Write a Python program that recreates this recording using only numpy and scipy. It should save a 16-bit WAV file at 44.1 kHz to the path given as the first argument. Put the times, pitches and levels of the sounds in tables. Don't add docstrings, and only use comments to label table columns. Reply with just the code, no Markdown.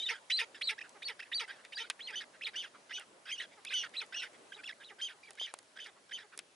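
import sys
import numpy as np
from scipy import signal
from scipy.fft import rfft, irfft, next_fast_len
from scipy.io import wavfile
from scipy.ndimage import uniform_filter1d

SR = 44100
rng = np.random.default_rng(int(sys.argv[2]) if len(sys.argv) > 2 else 0)


def wav_out(sig):
    wavfile.write(sys.argv[1], SR, np.round(np.clip(np.atleast_2d(sig).T, -1, 1) * 32767).astype(np.int16))


def how_loud(loudness_db):
    steps = np.asarray(loudness_db, float) / 20
    return 10 ** steps


N = 288855

# f/Hz, level/dB
THROAT = [(900, -85), (1300, -6.5), (1600, 1), (2600, 2.5), (3600, 10.5), (4200, -5.5), (4800, 0.5),
          (6000, -9), (6600, -19), (8200, -5), (11000, -5.5)]
IDLE_SLIPS = 65


def evened(x):
    return x / np.sqrt(np.mean(x ** 2) + 1e-20)


def read(points, hz):
    f, value = np.transpose(points)
    return np.interp(np.log(hz + 1), np.log(f + 1), value)


def add(mix, s, sound):
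    part = mix[..., max(round(s * SR), 0):][..., :sound.shape[-1]]
    part += sound[..., :part.shape[-1]]


def wander(size, smooth):
    rough = uniform_filter1d(rng.standard_normal(size), int(smooth))
    return evened(uniform_filter1d(rough, int(smooth)))


def resonate(x, hz, width):
    turn = np.exp(2j * np.pi * np.cumsum(hz * np.ones(len(x))) / SR)
    r = np.exp(-np.pi * width / SR)
    return 2 * (turn * signal.lfilter([1 - r], [1, -r], x / turn + 1e-18)).real


def spread(x, pan_db):
    return x * how_loud(np.array([[pan_db / 2], [-pan_db / 2]]))


def air():
    # f/Hz, level/dB per Hz
    hiss = [(24, -60), (40, -23), (120, -14), (608, -3.5), (685, -6), (1270, -7.5), (1370, -8), (9450, -18),
            (11200, -18), (12000, -58), (15600, -88), (22000, -120)]
    # f/Hz, left-right correlation
    same_points = [(400, 0.82), (1400, 0.018), (4000, 0.39), (11000, 0.72)]
    # t/s, level/dB
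    gust = [
        (0, 5.5),
        (3.3, 3),
        (4, 6),
        (4.45, 7),
        (4.9, 2),
        (6.55, 0.5),
    ]
    # f/Hz, share of the swell
    gust_reach = [(100, 0.39), (300, 0.99), (900, 0.9), (2500, 0.51)]
    frames, hz = N // 256 + 5, np.fft.rfftfreq(1024, 1 / SR)
    a, b, c, d, patches = rng.standard_normal((frames, 513, 5)).T
    patches = evened(uniform_filter1d(uniform_filter1d(patches, 12, 0), 14, 1))
    swell_db = np.interp(np.arange(frames) * 256 / SR, *np.transpose(gust))
    same = np.clip(read(same_points, hz), -1, 1)[:, None]
    left = a + 1j * b
    right = same * left + np.sqrt(1 - same ** 2) * (c + 1j * d)
    wind_db = read(gust_reach, hz)[:, None] * (1.88 * patches + swell_db)
    z = np.array([left, right]) * how_loud(read(hiss, hz)[:, None] + wind_db)
    return how_loud(-62) * evened(signal.istft(z, nperseg=1024, noverlap=768)[1][:, :N])


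def whistle(row, manner, rule):
    s, length, from_hz, to_hz, db = row
    slips, arch, swell_db = manner
    ends_db, under_db, lift_db, weak = rule
    firm_db = -43.5
    u = np.arange(9) / 8
    ends = (2 * u - 1) ** 2
    hz = (from_hz + (to_hz - from_hz) * u) * (1 + arch * (1 - ends))
    level_db = db + swell_db * (u - .5)
    rasp_db = level_db + under_db + lift_db * ends + weak * max(firm_db - db, 0)
    loose = np.interp(length * u, (.012, .02), (.15, 1))
    return np.transpose([s + length * u, hz, level_db - ends_db * ends, rasp_db, loose]), slips


def tail(row, rule):
    s, length, from_hz, db, whistle_db = row
    rising, first_db, fade_db, kept, last = rule
    times = s + length * np.array([0, rising, 1])
    hz = from_hz * np.array([1, kept, last])
    level_db = db - np.array([first_db, 0, fade_db])
    return np.transpose([times, hz, level_db + whistle_db, level_db, [1, 1, 1]]), 0


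def lead(row, rule):
    s, length, top_hz, db, rasp_db = row
    low_hz, rise_db, rising, climb = rule
    times = s + length * np.array([0, rising, 1])
    hz = low_hz + (top_hz - low_hz) * np.array([0, climb, 1])
    level_db = db - np.array([rise_db, 0, 0])
    return np.transpose([times, hz, level_db, level_db + rasp_db, [1, 1, 1]]), IDLE_SLIPS


def breaths(parts):
    join_s = .042
    notes = []
    for rows, slips in sorted(parts, key=lambda part: part[0][0, 0]):
        if notes and slips != IDLE_SLIPS and rows[0, 0] - notes[-1][0][-1, 0] < join_s:
            before, earlier = notes.pop()
            before = before[before[:, 0] < rows[0, 0]]
            rows, slips = np.vstack([before, rows]), slips or earlier
        notes.append((rows, slips or IDLE_SLIPS))
    return notes


def rasp_drive(size, hz):
    turns = np.cumsum(hz * np.exp(0.18 * wander(size, 60))) / SR + rng.random()
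    pulses = np.diff(np.floor(turns), prepend=np.floor(turns[0]))
    puffs = np.exp(-(turns % 1) / 1.1) * rng.standard_normal(size)
    return evened(pulses) + 0.52 * evened(puffs)


def strands(size, hz):
    pitch = hz * np.exp(.09 * wander(size, 304.7))
    turns = np.cumsum(pitch * (1 + .02 * wander(size, 42.3))) / SR
    k = np.arange(2, 11)[:, None]
    flare_db = 7.5 * np.array([wander(size, 490) for _ in k])
    heights = how_loud(read(THROAT, k * pitch) + flare_db)
    heights /= np.sqrt((heights ** 2).sum(0) / 2)
    return (heights * np.cos(2 * np.pi * k * turns)).sum(0)


def note(rows, slips, voice):
    # f/Hz, level/dB
    beak = [(1000, -31), (1500, 9.5), (5800, -0.5), (7000, -15), (8000, -12.5)]
    depth, pulse_hz, *overtones_db, pan_db = voice
    s, *columns = np.transpose(rows)
    t = np.arange(s[0], s[-1], 1 / SR)
    path_hz, tone_db, rasp_db, loose = (np.interp(t, s, c) for c in columns)
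    rivalry_db = rasp_db - tone_db

    broken = np.clip((rivalry_db + 5) / 9, 0, .28)
    shaky = np.clip((rivalry_db + 19) / 16 + abs(np.gradient(path_hz)) / 2, .1, 1)
    smooth_hz = uniform_filter1d(path_hz, 100)
    hz = smooth_hz * (1 + .02 * shaky * wander(len(t), 130))

    haste_db = np.minimum(0.29 * (rivalry_db + 8) + .4 * (tone_db.max() - tone_db - 4), 5)
    rate = slips * loose * how_loud(haste_db) * np.exp(.19 * wander(len(t), 300))
    count = np.cumsum(rate) / SR + rng.random()
    jump = np.clip((count % 1 - .5) * np.maximum(420 / rate, 1.3) + .5, 0, 1)
    slip = (1 + depth * np.exp(2j * np.pi * jump)) / (1 + depth)

    turns = np.cumsum(hz) / SR
    tone = (slip * np.exp(2j * np.pi * turns)).real
    slide_db = 6 * np.minimum(abs(np.gradient(hz)), 2)
    blur_db = 3.5 * np.log2(np.maximum(rate / 60, .7))
    for k, db in zip((.5, 1.5, 2, 3), overtones_db):
        flare_db = np.maximum(shaky, .45) * (6 * np.tanh(wander(len(t), 220)) - 4) - slide_db
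        height = how_loud(db + flare_db + read(beak, k * hz) - blur_db * (k * hz > 6050))
        tone += height * (slip * np.exp(2j * np.pi * k * turns)).real
    tone *= how_loud(4 * shaky * np.tanh(wander(len(t), 110)))

    drive = rasp_drive(len(t), pulse_hz)
    struck = evened(resonate(resonate(drive, hz, 1100), hz, 1100))
    tone = np.sqrt(1 - broken) * 1.35 * tone + np.sqrt(broken) * struck

    throat_gain = how_loud(read(THROAT, np.fft.rfftfreq(len(t), 1 / SR)))
    puffs = irfft(rfft(drive) * throat_gain, len(t))
    rasp = strands(len(t), pulse_hz) + how_loud(-5) * evened(puffs) * (1.7 - abs(slip))
    leap_db = -abs(np.gradient(smooth_hz))
    sound = how_loud(tone_db + leap_db + 1.5) * tone + how_loud(rasp_db - 3.5) * rasp
    edges = np.clip(np.minimum(t - t[0] + (t[0] < .001), t[-1] - t) / .003, 0, 1)
    return s[0], spread(sound * edges, pan_db)


def calls():
    # slip depth, rasp pulses f/Hz, level/dB at 0.5, 1.5, 2 and 3 times the whistle, left-right/dB
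    high_voice = (.6, 620, -84, -34, -10, -22, -0.5)
    low_voice = (1.3, 700.5, -83.5, -16.5, -4.5, -9.5, -0.4)
    # t/s, length/s, from f/Hz, to f/Hz, level/dB
    high_whistles = [(0, 0.014, 3740, 3620, -40), (0.028, 0.028, 3760, 3740, -39),
                     (0.066, 0.017, 3574, 3822, -36.5), (0.322, 0.047, 3925, 4110, -32),
                     (0.371, 0.01, 4554, 4560, -34), (.384, .006, 3916, 3670, -31.5),
                     (0.628, 0.042, 4120, 4290, -42), (0.675, 0.016, 4114, 3664, -30.5),
                     (1.035, 0.01174, 3565, 4016, -45.5), (1.05, 0.024, 4480, 4490, -41),
                     (1.335, 0.011, 3570, 4040, -36.5), (1.346, 0.04, 4510, 4500, -35.5),
                     (1.379, 0.019, 3990, 3985, -36), (1.744, 0.0073, 3583, 3970, -47),
                     (1.755, 0.017, 4750, 4850, -45), (1.777, 0.0079, 4080, 3970, -38.5),
                     (2.007, 0.015, 2960, 3500, -46), (2.027, 0.04, 3936, 4230, -50),
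                     (2.074, 0.01, 3170, 2890, -42.5), (2.432, .006, 2550, 2640, -44),
                     (2.446, 0.015, 4230, 2848, -39), (2.461, .006, 3890, 3460, -38),
                     (3.662, 0.0064, 2450, 2510, -48.5), (3.67, 0.0049, 3340, 3400, -42),
                     (3.675, 0.0079, 2560, 2540, -44.5), (3.691, 0.0083, 3690, 3940, -48),
                     (3.968, 0.0099, 3804, 4265, -38.5), (3.98, .021, 3970, 4200, -37.5),
                     (4.534, .011, 3180, 3010, -51), (4.547, 0.013, 3740, 4050, -54),
                     (4.569, .008, 3700, 2700, -59), (4.848, 0.036, 4070, 3590, -56.5),
                     (5.244, .015, 2314, 2274, -58), (5.264, .006, 3980, 4160, -61),
                     (5.272, 0.012, 2340, 2280, -56)]
    low_whistles = [(0, 0.046, 3130, 3110, -47.5), (2.156, 0.048, 3017, 3020, -40),
                    (2.558, 0.065, 2750, 2884, -39), (2.932, 0.063, 2927, 3020, -42.5),
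                    (3.317, 0.041, 3046, 3000, -40.5), (3.375, 0.019, 2570, 3100, -47.5),
                    (3.738, 0.093, 3047, 2772, -35), (4.141, 0.013, 2410, 2730, -40.5),
                    (4.153, 0.063, 2822, 2644, -40), (4.641, .013, 2577, 2730, -46.5),
                    (4.655, 0.0154, 3430, 3290, -45.5), (4.672, 0.014, 2960, 2430, -43),
                    (5.015, 0.067, 3047, 2923, -39), (5.397, 0.069, 2977, 2973, -38.5),
                    (5.8, 0.056, 3090, 2985, -48), (6.128, 0.047, 3090, 2960, -42.5)]
    # slips/Hz, arch as share of pitch, swell from start to end/dB
    high_manner = [(200, -0.014, -9), (60, 0.049, -5), (59.8, -0.0016, -4), (26, 0.011, -5.5),
                   (26.8, 0.012, 2), (27, 0.011, 3), (87.3, 0.065, -9.5), (89.2, 0.011, 5.5),
                   (40, -0.0065, -1), (39.6, -0.0056, 6), (41, 0.013, -3), (42, 0.019, -5),
                   (42.7, -0.0044, 0), (68, 0.0016, -2), (68.4, -0.019, 10), (59, -0.0066, 0),
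                   (42, 0.0014, -1), (42.2, .03, 2.5), (38.8, 0.0044, -6), (60, -0.015, 16), (67, 0.09, 10),
                   (64, 0.0035, 14), (70, 0.01, 8), (71, 0.062, -3), (72, 0.0047, 9), (73, 0.11, 1),
                   (50, -0.0023, -4), (51.5, -0.04, 1), (100, -0.014, -5), (101, 0.008, -16),
                   (105, 0.0044, -5), (60, 0.0054, -5.5), (80, 0.018, -1), (81, -0.012, -4),
                   (82.5, 0.0025, 0)]
    low_manner = [(72, 0.0027, -2), (206.3, 0.0052, -3), (257.6, 0.1, -3), (258.2, 0.0042, -0.5),
                  (29, 0.0588, -12), (28.85, 0.0052, 9), (265, 0.01985, -8.5), (60, .01, 6),
                  (340, 0.042, -0.5), (60, 0.021, -10), (61, 0.022, 1), (63.2, 0.016, 3),
                  (64.4, 0.071, -7.5), (293, .075, -3.5), (259.3, 0.0023, -4.5), (171, 0.0216, -5)]
    # t/s, length/s, from f/Hz, rasp level/dB, whistle against it/dB
    high_tails = [(0.092, 0.061, 2500, -35.5, -2), (0.39, 0.06, 2820, -29.5, -7),
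                  (0.691, 0.047, 2560, -31, -8), (1.091, 0.045, 2250, -40.5, -2.5),
                  (1.397, 0.058, 2530, -35, -10), (1.783, 0.1, 2730, -40.5, -9),
                  (2.087, 0.067, 2844, -47.5, -3), (2.468, 0.036, 2473, -39.5, -1.5),
                  (3.716, 0.0062, 2510, -43.5, -5), (4.013, 0.042, 2500, -43.5, -3.5),
                  (4.589, 0.034, 2360, -65, 5.5), (4.9, 0.033, 2210, -56.5, 3),
                  (5.283, 0.034, 2200, -60, 1.5)]
    low_tails = [(.135, 0.057, 1813, -53, 2.5), (0.544, 0.048, 1883, -50.5, -2),
                 (1.523, 0.059, 1963, -58.5, 1), (2.206, 0.04, 1950, -48, 2.5),
                 (2.645, 0.041, 1620, -49, -5), (3.007, 0.036, 1538, -56.5, 3.5),
                 (3.408, 0.053, 1935, -44.5, -3.5), (3.836, 0.04, 1644, -46.5, 4),
                 (4.228, 0.033, 2634, -41, -4), (4.691, 0.026, 1927, -46.5, 4),
                 (5.096, 0.041, 1694, -48.5, -4.5), (5.471, 0.049, 2010, -56, 4),
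                 (5.861, 0.042, 1856, -51.5, 0.5), (6.184, 0.055, 1906, -52.5, 1.5)]
    # t/s, length/s, reached f/Hz, whistle level/dB, rasp against it/dB
    high_leads = [(.298, 0.016, 2970, -36, 2.5), (0.61, 0.015, 3067, -38.5, 2), (1.019, .014, 2650, -47, 2),
                  (1.315, 0.0083, 2048, -44.5, -0.5), (1.72, 0.02, 3142, -48.5, 0),
                  (1.991, 0.011, 1900, -50.5, 1), (2.409, 0.022, 3254, -43, -11.5),
                  (3.646, 0.0091, 2396, -52, 0), (3.936, 0.027, 2703, -47, -3),
                  (4.519, 0.0087, 1600, -46, -15), (4.799, 0.031, 1692, -56.5, -1.5),
                  (5.228, 0.0086, 2480, -56.5, -9)]
    low_leads = [(.778, 0.017, 2650, -44, -12.5), (0.805, 0.015, 2700, -45.5, -4),
                 (1.191, 0.017, 2630, -41.5, -1), (1.221, 0.015, 2680, -45, -7),
                 (1.477, 0.036, 1729, -43.5, -4), (2.125, 0.029, 2050, -42.5, -15),
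                 (2.533, 0.01935, 1767, -48, -11.5), (2.893, 0.025, 1626, -48, -4),
                 (3.254, 0.056, 1955, -47.5, 2.5), (3.704, 0.025, 2293, -39.5, -4.5),
                 (4.123, 0.017, 1790, -42.5, -9.5), (4.632, 0.008, 2410, -46, -5.5),
                 (4.984, .025, 1965, -48, -4.5), (5.372, 0.022, 2274, -47, -9),
                 (5.756, 0.024, 1850, -49.5, -3.5), (5.784, 0.014, 2216, -43, -10),
                 (6.09, 0.013, 1720, -59, 6), (6.109, 0.015, 2087, -43.5, -15)]
    # loss at both ends/dB, rasp under the middle/dB, rasp gain at the ends/dB, rasp gain per dB of weakness
    high_hold, low_hold = (2.5, -23.5, 11, 0.63), (5, -17, 6, 1.6)
    # share of length before the rasp peaks, start below the peak/dB, fade/dB, pitch share at the peak and
    high_end, low_end = (0.2035, 1.1, 21.2, .9, .76), (0.133, 0.46, 12.6, .95, .8)
    # f/Hz, rise/dB, share of the length spent rising, share of the climb made by then
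    high_start, low_start = (1600, 6.3, 0.4526, 0.507), (1500, 11.5, 0.86, 0.399)
    high = high_voice, high_leads, high_whistles, high_manner, high_tails, high_start, high_hold, high_end
    low = low_voice, low_leads, low_whistles, low_manner, low_tails, low_start, low_hold, low_end
    for voice, leads, whistles, manners, tails, start, hold, end in (high, low):
        parts = [lead(row, start) for row in leads]
        parts += [tail(row, end) for row in tails]
        parts += [whistle(row, manner, hold) for row, manner in zip(whistles, manners)]
        for rows, slips in breaths(parts):
            yield note(rows, slips, voice)


def camera():
    # t/s, treble peak level/dB, middle and bass against it/dB
    ticks = [(0.0598, -38.5, -17, -30), (0.894, -37.5, -17, -39), (1.65, -39, -4, -31.5),
             (1.9003, -21, -4, -26.5), (2.9976, -34, -21, -21), (3.6504, -27, -12.5, -39),
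             (5.3074, -33.5, -12.5, -20), (5.354, -41.5, -13, -24), (5.413, -55, 12, 14.5),
             (5.5397, -26.5, -12.5, -5.5), (5.5888, -36.5, -14, -30), (5.6297, -43.5, -18, -29),
             (5.8701, -45.5, -8, -8), (6.3767, -24.5, -20, -25), (6.3907, -21, -15, -29),
             (0.71, -35, -12, -30), (2.108, -42, -20, -30), (3.894, -45, -8, -25.5),
             (4.064, -45.5, -14, -25), (4.335, -48, -15, -23.5), (5.333, -44.5, -15, -25),
             (5.845, -45, -20, -24)]
    # from f/Hz, to f/Hz, t60/s
    shell = [
        (5400, 20500, 0.0074),
        (1290, 3600, 0.039),
        (352, 970, 0.0041),
    ]
    mix, t = np.zeros((2, N)), np.arange(1600) / SR
    for s, db, middle_db, bass_db in ticks:
        tick = np.zeros(len(t))
        for (lo_hz, hi_hz, t60), level_db in zip(shell, (db, db + middle_db, db + bass_db)):
            snap = rng.standard_normal(len(t)) * how_loud(-60 * t / t60) * np.minimum(t / 0.0001, 1)
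            band = signal.butter(2, (lo_hz, hi_hz), "band", fs=SR, output="sos")
            rung = signal.sosfilt(band, snap)
            tick += how_loud(level_db) * rung / abs(rung).max()
        add(mix, s - .0005, spread(tick, rng.uniform(-3, 3)))
    return mix


def lock(s, length, from_hz, to_hz, db):
    u = np.linspace(-1, 1, round((length + 0.00304) * SR))
    hz = from_hz + (to_hz - from_hz) * (u + 1) / 2 + 55 * wander(len(u), 60)
    turns = np.cumsum(hz) / SR
    tone = np.cos(2 * np.pi * turns) + how_loud(-17) * np.cos(4 * np.pi * turns)
    return s - .0015, how_loud(db + 6.5 + 2.5 * wander(len(u), 65)) * tone * np.sqrt(1 - u ** 4)


def cluck(s, hz, db):
    # f/Hz, level/dB
    cluck_colour = [(450, 1), (950, 10), (1400, 11.5), (2200, 13), (4800, -40), (6000, -34)]
    half = 0.019
    u = np.linspace(-1, 1, round(2 * half * SR))
    pitch = hz * (1 - 0.063 * u) * (1 + 0.047 * wander(len(u), 132))
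    turns = np.cumsum(pitch) / SR
    stack = np.zeros(len(u))
    for k in range(1, 15):
        dull_db = .5 * np.log2(k) * min(db + 48, 0)
        stack += how_loud(read(cluck_colour, k * pitch) + dull_db) * np.cos(2 * np.pi * k * turns)
    return s - half, how_loud(db) * stack * (1 - u ** 2) ** 0.66


def mutter(s, hz, db):
    half = 0.022
    u = np.linspace(-1, 1, round(2 * half * SR))
    drive = rasp_drive(len(u), 510)
    body = np.zeros(len(u))
    for k in range(4):
        ring_hz = hz * (1 + 0.63 * k)
        body += how_loud(-7 * k) * evened(resonate(resonate(drive, ring_hz, 600), ring_hz, 600))
    return s - half, how_loud(db) * body * (1 - u ** 2)


def rock_scatter(mix):
    t = np.arange(4000) / SR
    sparse = rng.standard_normal((2, 4000)) * (rng.random((2, 4000)) < .05)
    rocks = sparse * how_loud(-60 * t / 0.17) * (t > .003)
    return how_loud(-18) * signal.fftconvolve(mix, rocks / np.linalg.norm(rocks[0]), axes=1)[:, :N]


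def ports(mix):
    # f/Hz, left-right/dB
    port_db = [(1000, 0), (2000, -4), (3600, -0.5), (6500, 1)]
    # f/Hz, left lead/rad
    port_lead = [(1460, -0.28), (3600, 0.71), (4400, -1.13), (5300, 0.88), (6500, 0.77)]
    size = next_fast_len(N)
    hz = np.fft.rfftfreq(size, 1 / SR)
    port = how_loud(read(port_db, hz) / 2) * np.exp(.5j * read(port_lead, hz))
    return irfft(rfft(mix, size) * np.array([port, 1 / port]), size)[:, :N]


def birds():
    # t/s, length/s, from f/Hz, to f/Hz, level/dB
    locks = [(0.066, 0.026, 2970, 3070, -48), (0.091, 0.012, 1983, 1780, -40.5),
             (0.105, 0.024, 1520, 1253, -54.5), (0.114, 0.02, 4740, 4840, -54),
             (0.115, 0.025, 3160, 3200, -55), (0.156, 0.01, 1510, 1570, -53),
             (0.159, 0.0076, 3200, 3200, -57), (0.304, 0.01, 1940, 1990, -46),
             (0.313, 0.01, 2760, 3200, -38.5), (0.392, 0.027, 1996, 1666, -45),
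             (0.406, 0.012, 3050, 2930, -49), (0.639, 0.037, 4140, 3720, -50.5),
             (0.712, 0.027, 2320, 1960, -53), (0.792, 0.0085, 2540, 2650, -54),
             (0.812, 0.016, 2370, 2710, -50), (1.083, 0.012, 2865, 2410, -49),
             (1.084, 0.0045, 5600, 5050, -47), (1.207, 0.009, 2560, 2660, -51.5),
             (1.228, 0.013, 2480, 2640, -53), (1.317, 0.016, 1890, 2000, -48),
             (1.436, 0.019, 2270, 1910, -55), (1.771, 0.031, 1596, 2080, -48),
             (1.772, 0.011, 3150, 3540.0, -54), (1.776, 0.013, 4140, 3880, -54),
             (1.804, 0.027, 3050, 3140, -48), (1.842, 0.014, 1480, 1480, -57),
             (1.997, 0.016, 1684, 2470, -55), (2.082, 0.029, 2104, 1830, -52),
             (2.08, 0.01, 4800, 4700, -57), (2.485, 0.011, 3740, 4000, -56),
                  (2.534, 0.035, 1434, 2100, -58), (2.636, 0.026, 1868, 1350, -55),
                  (2.638, 0.019, 3470, 2920.0, -54), (2.909, 0.022, 1513, 2110, -52.5),
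                  (2.952, 0.015, 3820, 3750.0, -54), (2.963, 0.016, 2560.0, 2510, -53),
                  (2.979, 0.0085, 1540, 1470.0, -53.5), (3.291, 0.019, 2650, 2470, -50),
                  (3.321, 0.015, 2470, 2000, -51), (3.401, 0.0062, 1810, 2040, -44.5),
                  (3.4, 0.0073, 3730, 4090, -51), (3.407, 0.013, 3110, 3040, -47),
                  (3.423, 0.012, 4090, 4000, -57), (3.699, 0.023, 2420, 2590, -49.5),
                  (4.006, 0.012, 2640, 2460, -49.5), (4.017, 0.014, 1543, 1274, -52.5),
                  (4.123, 0.0362, 1456, 1944, -53), (4.161, 0.016, 1480, 1790.0, -55.5),
                  (4.198, 0.01, 4100, 3720, -48.5), (4.22, 0.019, 2025, 1740, -54),
                  (4.234, 0.013, 1507, 1516, -51), (4.59, 0.024, 1445, 1540, -60),
                  (4.591, 0.015, 2320, 2450, -60.5), (4.724, 0.0079, 1800, 2250.0, -56.5),
                  (5.471, 0.0088, 1930, 1940, -52.5)]
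    # t/s, f/Hz, level/dB
    clucks = [(0.121, 453, -54), (0.427, 465, -54.5), (0.725, 442, -57.5), (0.967, 400, -61),
              (1.109, 455, -58), (1.427, 463.5, -55), (1.817, 450, -57.5), (2.116, 457, -60),
              (2.486, 438, -62.5), (2.992, 417, -65), (3.586, 412, -62), (4.031, 449, -59.5),
              (4.244, 466, -64), (4.575, 416, -61.5), (4.922, 410, -60.5), (5.15, 413, -66),
              (5.301, 409, -65.5), (5.89, 398, -65), (6.247, 409, -64)]
    # t/s, f/Hz, level/dB
    mutters = [(0.854, 1580, -54.5), (1.266, 1861, -61.5), (1.6, 1670, -60.5), (1.656, 2100, -61),
               (2.352, 1680, -59.5), (2.757, 1260, -57), (3.532, 2090, -61.5), (4.351, 1990, -62),
               (6.339, 1470, -55.5), (4.262, 1950, -52), (5.975, 1130, -65.5)]
    mix = np.zeros((2, N))
    for s, sound in calls():
        add(mix, s, sound)
    for row in locks:
        add(mix, *lock(*row))
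    for row in clucks:
        add(mix, *cluck(*row))
    for row in mutters:
        add(mix, *mutter(*row))
    return ports(mix + rock_scatter(mix))


def scene():
    return air() + birds() + camera()


def top_cut(x):
    return signal.sosfilt(signal.butter(12, 12310, fs=SR, output="sos"), x)


def record(dry):
    low_cut = signal.butter(2, 70, "high", fs=SR, output="sos")
    dry = signal.sosfilt(low_cut, dry)
    band_limit = signal.firwin(401, 11024, window=("kaiser", 6), fs=SR)
    kept = signal.oaconvolve(dry, band_limit[None], "same")
    return top_cut(kept + how_loud(-26) * (dry - kept))


dry = scene()
out = record(dry)
wav_out(out)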